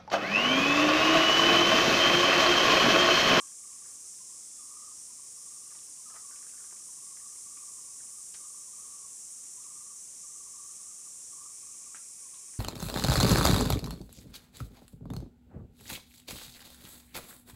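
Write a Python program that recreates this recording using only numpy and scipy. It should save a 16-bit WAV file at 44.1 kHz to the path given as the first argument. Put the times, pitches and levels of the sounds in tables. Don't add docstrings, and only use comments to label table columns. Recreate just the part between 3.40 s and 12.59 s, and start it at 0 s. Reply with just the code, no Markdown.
import sys
import numpy as np
from scipy import signal
from scipy.fft import rfft, irfft, next_fast_len
from scipy.io import wavfile
from scipy.ndimage import uniform_filter1d

SR = 44100
rng = np.random.default_rng(int(sys.argv[2]) if len(sys.argv) > 2 else 0)


def to_wav(s):
    ch = np.atleast_2d(s).T
    pcm = np.round(np.clip(ch, -1, 1) * 32767)
    wavfile.write(sys.argv[1], SR, pcm.astype(np.int16))


N = 405279

# (start [s], notes, spacing [s], base level [dB], pitch [Hz])
FROG_RATTLES = [(.004, 2, 0.035, -59, 1140), (.248, 3, 0.053, -63.5, 1133), (.429, 4, 0.041, -65, 1169),
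                (.901, 2, 0.045, -67, 1153), (1.208, 3, .056, -59.5, 1177), (1.32, 4, 0.053, -54.5, 1183),
                (1.798, 2, 0.046, -66, 1150), (1.977, 1, .05, -63, 1100), (2.068, 7, 0.051, -64.5, 1150),
                (2.674, 3, 0.049, -57, 1230), (2.847, 4, 0.053, -60, 1137), (3.145, 6, .052, -65.5, 1167),
                (3.58, 3, 0.049, -65, 1120), (3.723, 1, .05, -63, 1088), (3.82, 3, .052, -61.5, 1135),
                (4.074, 7, 0.053, -60.5, 1145), (4.466, 3, 0.047, -65.5, 1134), (4.687, 3, .051, -64, 1135),
                (5.012, 5, 0.045, -61, 1168), (5.338, 4, .057, -61.5, 1142), (5.544, 3, .054, -61, 1115),
                (6.211, 7, .051, -61, 1148), (6.853, 5, .0525, -62.5, 1146), (7.142, 4, .0545, -60.5, 1138),
                (7.357, 7, 0.053, -64, 1162), (7.934, 4, .0425, -56.5, 1164), (8.236, 6, .058, -63.5, 1147),
                (8.832, 1, .05, -66, 1120), (8.94, 3, 0.045, -63.5, 1131)]


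def from_db(db):
    return 10 ** (np.asarray(db) / 20)


def unit_rms(x):
    return x / np.sqrt(np.mean(x ** 2) + 1e-20)


def automation(rows):
    times, *columns = np.transpose(rows)
    return [np.interp(np.arange(N) / SR, times, column) for column in columns]


def drift(rate_hz):
    knots = rng.standard_normal(4000)
    return unit_rms(np.interp(np.arange(N) / SR * rate_hz, np.arange(len(knots)), knots))


def coloured(x, spectrum):
    hz, db = np.transpose(spectrum)
    size = next_fast_len(N)
    bins_hz = np.maximum(np.fft.rfftfreq(size, 1 / SR), 1)
    gain = from_db(np.interp(np.log(bins_hz), np.log(hz), db))
    return unit_rms(irfft(rfft(x, size) * gain, size)[:N])


def noise_band(size, low_hz, high_hz, order=2):
    sos = signal.butter(order, [low_hz, min(high_hz, SR * .45)], "band", fs=SR, output="sos")
    return signal.sosfilt(sos, rng.standard_normal(size))


def add(out, s, sound):
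    start = int(np.clip(s * SR, 0, N - 1))
    out[start:start + len(sound)] += sound[:N - start]


def forest(x, wet_db, t60):
    t = np.arange(SR // 3) / SR
    dull_noise = signal.lfilter([1], [1, -.6], rng.standard_normal(len(t)))
    tail = dull_noise * from_db(-60 * t / t60) * (t > .006)
    response = from_db(wet_db) * tail / np.linalg.norm(tail)
    response[0] = 1
    return signal.fftconvolve(x, response)[:N]


def stream(level_db=-65, waver_db=.5):
    # (frequency [Hz], relative level [dB])
    murmur = [(20, -26), (35, -10), (65, 0), (130, 0.5), (250, 1), (420, -1), (700, -6.5), (950, -6),
              (1600, -9.5), (2000, -8.5), (2400, -7), (3000, -7), (4500, -6), (8000, -13)]
    return coloured(rng.standard_normal(N), murmur) * from_db(level_db + waver_db * drift(8))


def whistles():
    # (time [s], length [s], pitch [Hz], width [Hz], level [dB])
    calls = [(0, 0.13, 3190, 150, -73.5), (0, .12, 1620, 80, -75), (0.952, .4, 3480, 200, -78),
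             (7.897, 1.46, 2410, 400, -74.5)]
    out = np.zeros(N)
    for s, length_s, hz, width_hz, db in calls:
        size = int(length_s * SR)
        tone = unit_rms(noise_band(size, hz - width_hz / 2, hz + width_hz / 2))
        add(out, s, from_db(db) * tone * signal.windows.tukey(size))
    return out


def cicadas(flutter_db=.43):
    # (time [s], middle singers' level [dB], low offset [dB], high offset [dB])
    swells = [(0, -48, -15, -2.5), (0.9, -48, -12.5, -2.5), (1.9, -49, -11.5, -1.5), (3.5, -48, -13, -1.2),
              (5, -48, -14.5, -0.8), (6.5, -47.5, -16.5, -2.5), (8.2, -48, -15.5, -2.5),
              (9.19, -49, -14.6, -1.5)]
    # (frequency [Hz], relative level [dB])
    song_spectrum = [(3300, -32), (4300, -23.5), (4800, -15.5), (5200, -9), (5600, -4), (6400, -1.5),
                     (7400, 1), (8000, -0.2), (9200, 0.5), (9800, -3.5), (10400, -9.5), (11300, -18.5),
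                     (13000, -23), (15500, -28)]
    level_db, low_db, high_db = automation(swells)
    out = np.zeros(N)
    for low_hz, high_hz, offset_db in [(3000, 5500, low_db), (5500, 8500, 0), (8500, 17000, high_db)]:
        song = coloured(noise_band(N, low_hz, high_hz, order=10), song_spectrum)
        out += song * from_db(level_db + offset_db + flutter_db * drift(12))
    return out


def insect_trills(waver_hz=9, swell_db=3):
    # (pitch [Hz], level [dB])
    singers = [(5168, -76), (5667, -63.5), (5991, -77), (6175, -66), (7175, -69), (9036, -69)]
    out = np.zeros(N)
    for hz, db in singers:
        phase = 2 * np.pi * np.cumsum(hz + waver_hz * drift(60)) / SR
        out += np.sin(phase) * from_db(db + swell_db * drift(3))
    return out


def frog_note(hz, length_s=.034, fall=.21):
    progress = np.linspace(0, 1, int(length_s * SR))
    glide_hz = hz * (1 + fall * (.3 - progress ** 2))
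    return np.sin(2 * np.pi * np.cumsum(glide_hz) / SR) * np.sin(np.pi * progress) ** 2


def far_frogs(join_db=-10, idle_db=-77, linger_s=.021, blend_s=.071, pitch_hz=1140, notes_per_s=18):
    chatter = np.zeros(N)
    for _ in range(2):
        gaps, detunes, accents = rng.uniform(-1, 1, (240, 3)).T
        onsets = np.cumsum(np.exp(.4 * gaps)) / notes_per_s
        for s, detune, accent in zip(onsets, detunes, accents):
            if s < N / SR:
                note = frog_note(pitch_hz * (1 + .0887 * detune))
                add(chatter, s, from_db(1.8 * accent) * forest(note, wet_db=-3.5, t60=.46))
    excitement = np.full(N, from_db(idle_db))
    for start, notes, spacing_s, db, _ in FROG_RATTLES:
        bout = slice(int(start * SR), int((start + notes * spacing_s + linger_s) * SR))
        excitement[bout] = np.maximum(excitement[bout], from_db(db + join_db))
    return unit_rms(chatter) * uniform_filter1d(excitement, int(blend_s * SR) + 1)


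def deep_frog(first_s=.812, every_s=.8945, pitch_hz=1011):
    note = frog_note(pitch_hz)
    out = np.zeros(N)
    for s in np.arange(first_s, N / SR, every_s):
        for delay_s, db in [(0, -63), (.089, -65)]:
            onset = s + delay_s - len(note) / SR / 2
            add(out, onset, from_db(db) * forest(note, wet_db=-11.5, t60=.22))
    return out


def rattling_frogs(gain_db=1, arch_db=.5, uneven_db=1.4, pitch_scatter=.015, jitter_s=.002505):
    out = np.zeros(N)
    for start, notes, spacing_s, db, hz in FROG_RATTLES:
        count = int(round(notes))
        arch = np.sin(np.pi * (np.arange(count) + .5) / count)
        for k, (late, accent, detune, stretch) in enumerate(rng.standard_normal((count, 4))):
            length_s = .038 * np.exp(.18 * stretch)
            note = frog_note(hz * (1 + pitch_scatter * detune), length_s, fall=.18)
            level_db = db + gain_db + arch_db * (arch[k] - arch.mean()) + uneven_db * accent
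            onset = start + k * spacing_s + jitter_s * late - len(note) / SR / 2
            add(out, onset, from_db(level_db) * forest(note, wet_db=-10, t60=.36))
    return out


def bubble(hz, cycles, rise):
    t60 = cycles / hz
    t = np.arange(int(t60 * SR) + 2) / SR
    return np.sin(2 * np.pi * hz * t * (1 + rise * t / t60)) * from_db(-60 * t / t60)


def ripples(pitch_hz=2400, octaves=.267, count=3500):
    # (time [s], level [dB])
    lapping = [(0, -71.5), (.6, -80.5), (2.2, -78), (2.8, -77), (3.4, -78.5), (7.7, -81), (9.19, -77)]
    onsets = rng.uniform(0, N / SR, count)
    detunes, strengths = rng.standard_normal((2, count))
    fizz = np.zeros(N)
    for s, detune, strength in zip(onsets, detunes, strengths):
        add(fizz, s, strength * bubble(pitch_hz * 2 ** (octaves * detune), cycles=40, rise=.06))
    level_db, = automation(lapping)
    return unit_rms(fizz) * from_db(level_db)


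def splash(hz, octaves, decay_s, attack_s=.0016, count=60):
    t = np.arange(SR // 3) / SR
    spray = unit_rms(noise_band(len(t), hz / 2 ** octaves, hz * 2 ** octaves))
    bubbling_s = 3 * decay_s
    onsets = rng.uniform(0, bubbling_s, count)
    detunes = rng.triangular(-1, 0, 1, count)
    cloud = np.zeros(SR)
    for s, detune, sign in zip(onsets, detunes, rng.choice([-1, 1], count)):
        add(cloud, s, sign * bubble(hz * 2 ** (octaves * detune), cycles=8.6, rise=.092))
    cloud_rms = np.sqrt(np.sum(cloud ** 2) / (bubbling_s * SR))
    envelope = np.exp(-t / decay_s) * (1 - np.exp(-t / attack_s))
    return .89 * (spray + cloud[:len(t)] / cloud_rms) * envelope


def wading_dog(splash_db=2, plink_db=-2, tick_db=-6):
    # (time [s], base level [dB], centre pitch [Hz], spread [octaves], decay [s])
    steps = [(.44, -69.5, 1480, 0.58, 0.064), (2.303, -67, 1590, 0.67, 0.026),
             (2.346, -62.5, 1310, 1.15, .016), (2.384, -63, 3800, 0.47, .012),
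             (2.698, -58, 1034, 0.67, 0.011), (2.738, -59, 1200, 0.76, .02),
             (2.757, -54.5, 1390, 0.55, 0.014), (2.955, -66, 2600, 0.57, .025),
             (3.323, -57.5, 850, 0.97, .008), (3.362, -66, 2000, .8, 0.014), (3.765, -61, 1910, 0.23, .01),
             (4.601, -64, 1430, 0.27, .012), (4.632, -65, 850, .4, .012), (4.939, -52, 4170, .6, .01),
             (4.943, -58, 2100, 1.2, 0.019), (6.03, -72, 1700, 1, 0.054), (8.544, -48.5, 1560, 0.4, .01),
             (8.553, -57.5, 2060, 0.83, 0.02), (8.94, -65, 3800, .35, 0.036),
             (9.133, -64.5, 1800, 0.43, .02)]
    # (time [s], base level [dB], bubble pitch [Hz])
    drops = [(2.910, -47.5, 1470), (3.027, -52, 1690), (3.067, -51, 1550), (3.094, -52, 2610),
             (3.137, -52.5, 1450), (3.179, -54, 1750), (3.204, -53, 1380), (3.242, -53, 1530),
             (3.310, -54.5, 1710), (3.800, -57, 1820), (4.172, -49.5, 2380), (6.237, -56, 2610)]
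    out = np.zeros(N)
    for s, db, hz, octaves, decay_s in steps:
        slap = splash(hz, octaves, decay_s)
        add(out, s, from_db(db + splash_db) * forest(slap, wet_db=-14, t60=.29))
    for s, db, hz in drops:
        plink = bubble(hz, cycles=28, rise=.055)
        add(out, s, from_db(db + plink_db) * forest(plink, wet_db=-5.5, t60=.29))
        add(out, s, from_db(db + tick_db) * splash(hz, octaves=.4, decay_s=.004))
    return out


def scene():
    wildlife = cicadas() + insect_trills() + rattling_frogs() + deep_frog() + far_frogs() + whistles()
    return (wildlife + wading_dog() + ripples() + stream())[None]


def record(dry):
    cutoff_hz = 15250
    return signal.sosfilt(signal.ellip(12, .1, 80, cutoff_hz, fs=SR, output="sos"), dry)


dry = scene()
out = record(dry)
to_wav(out)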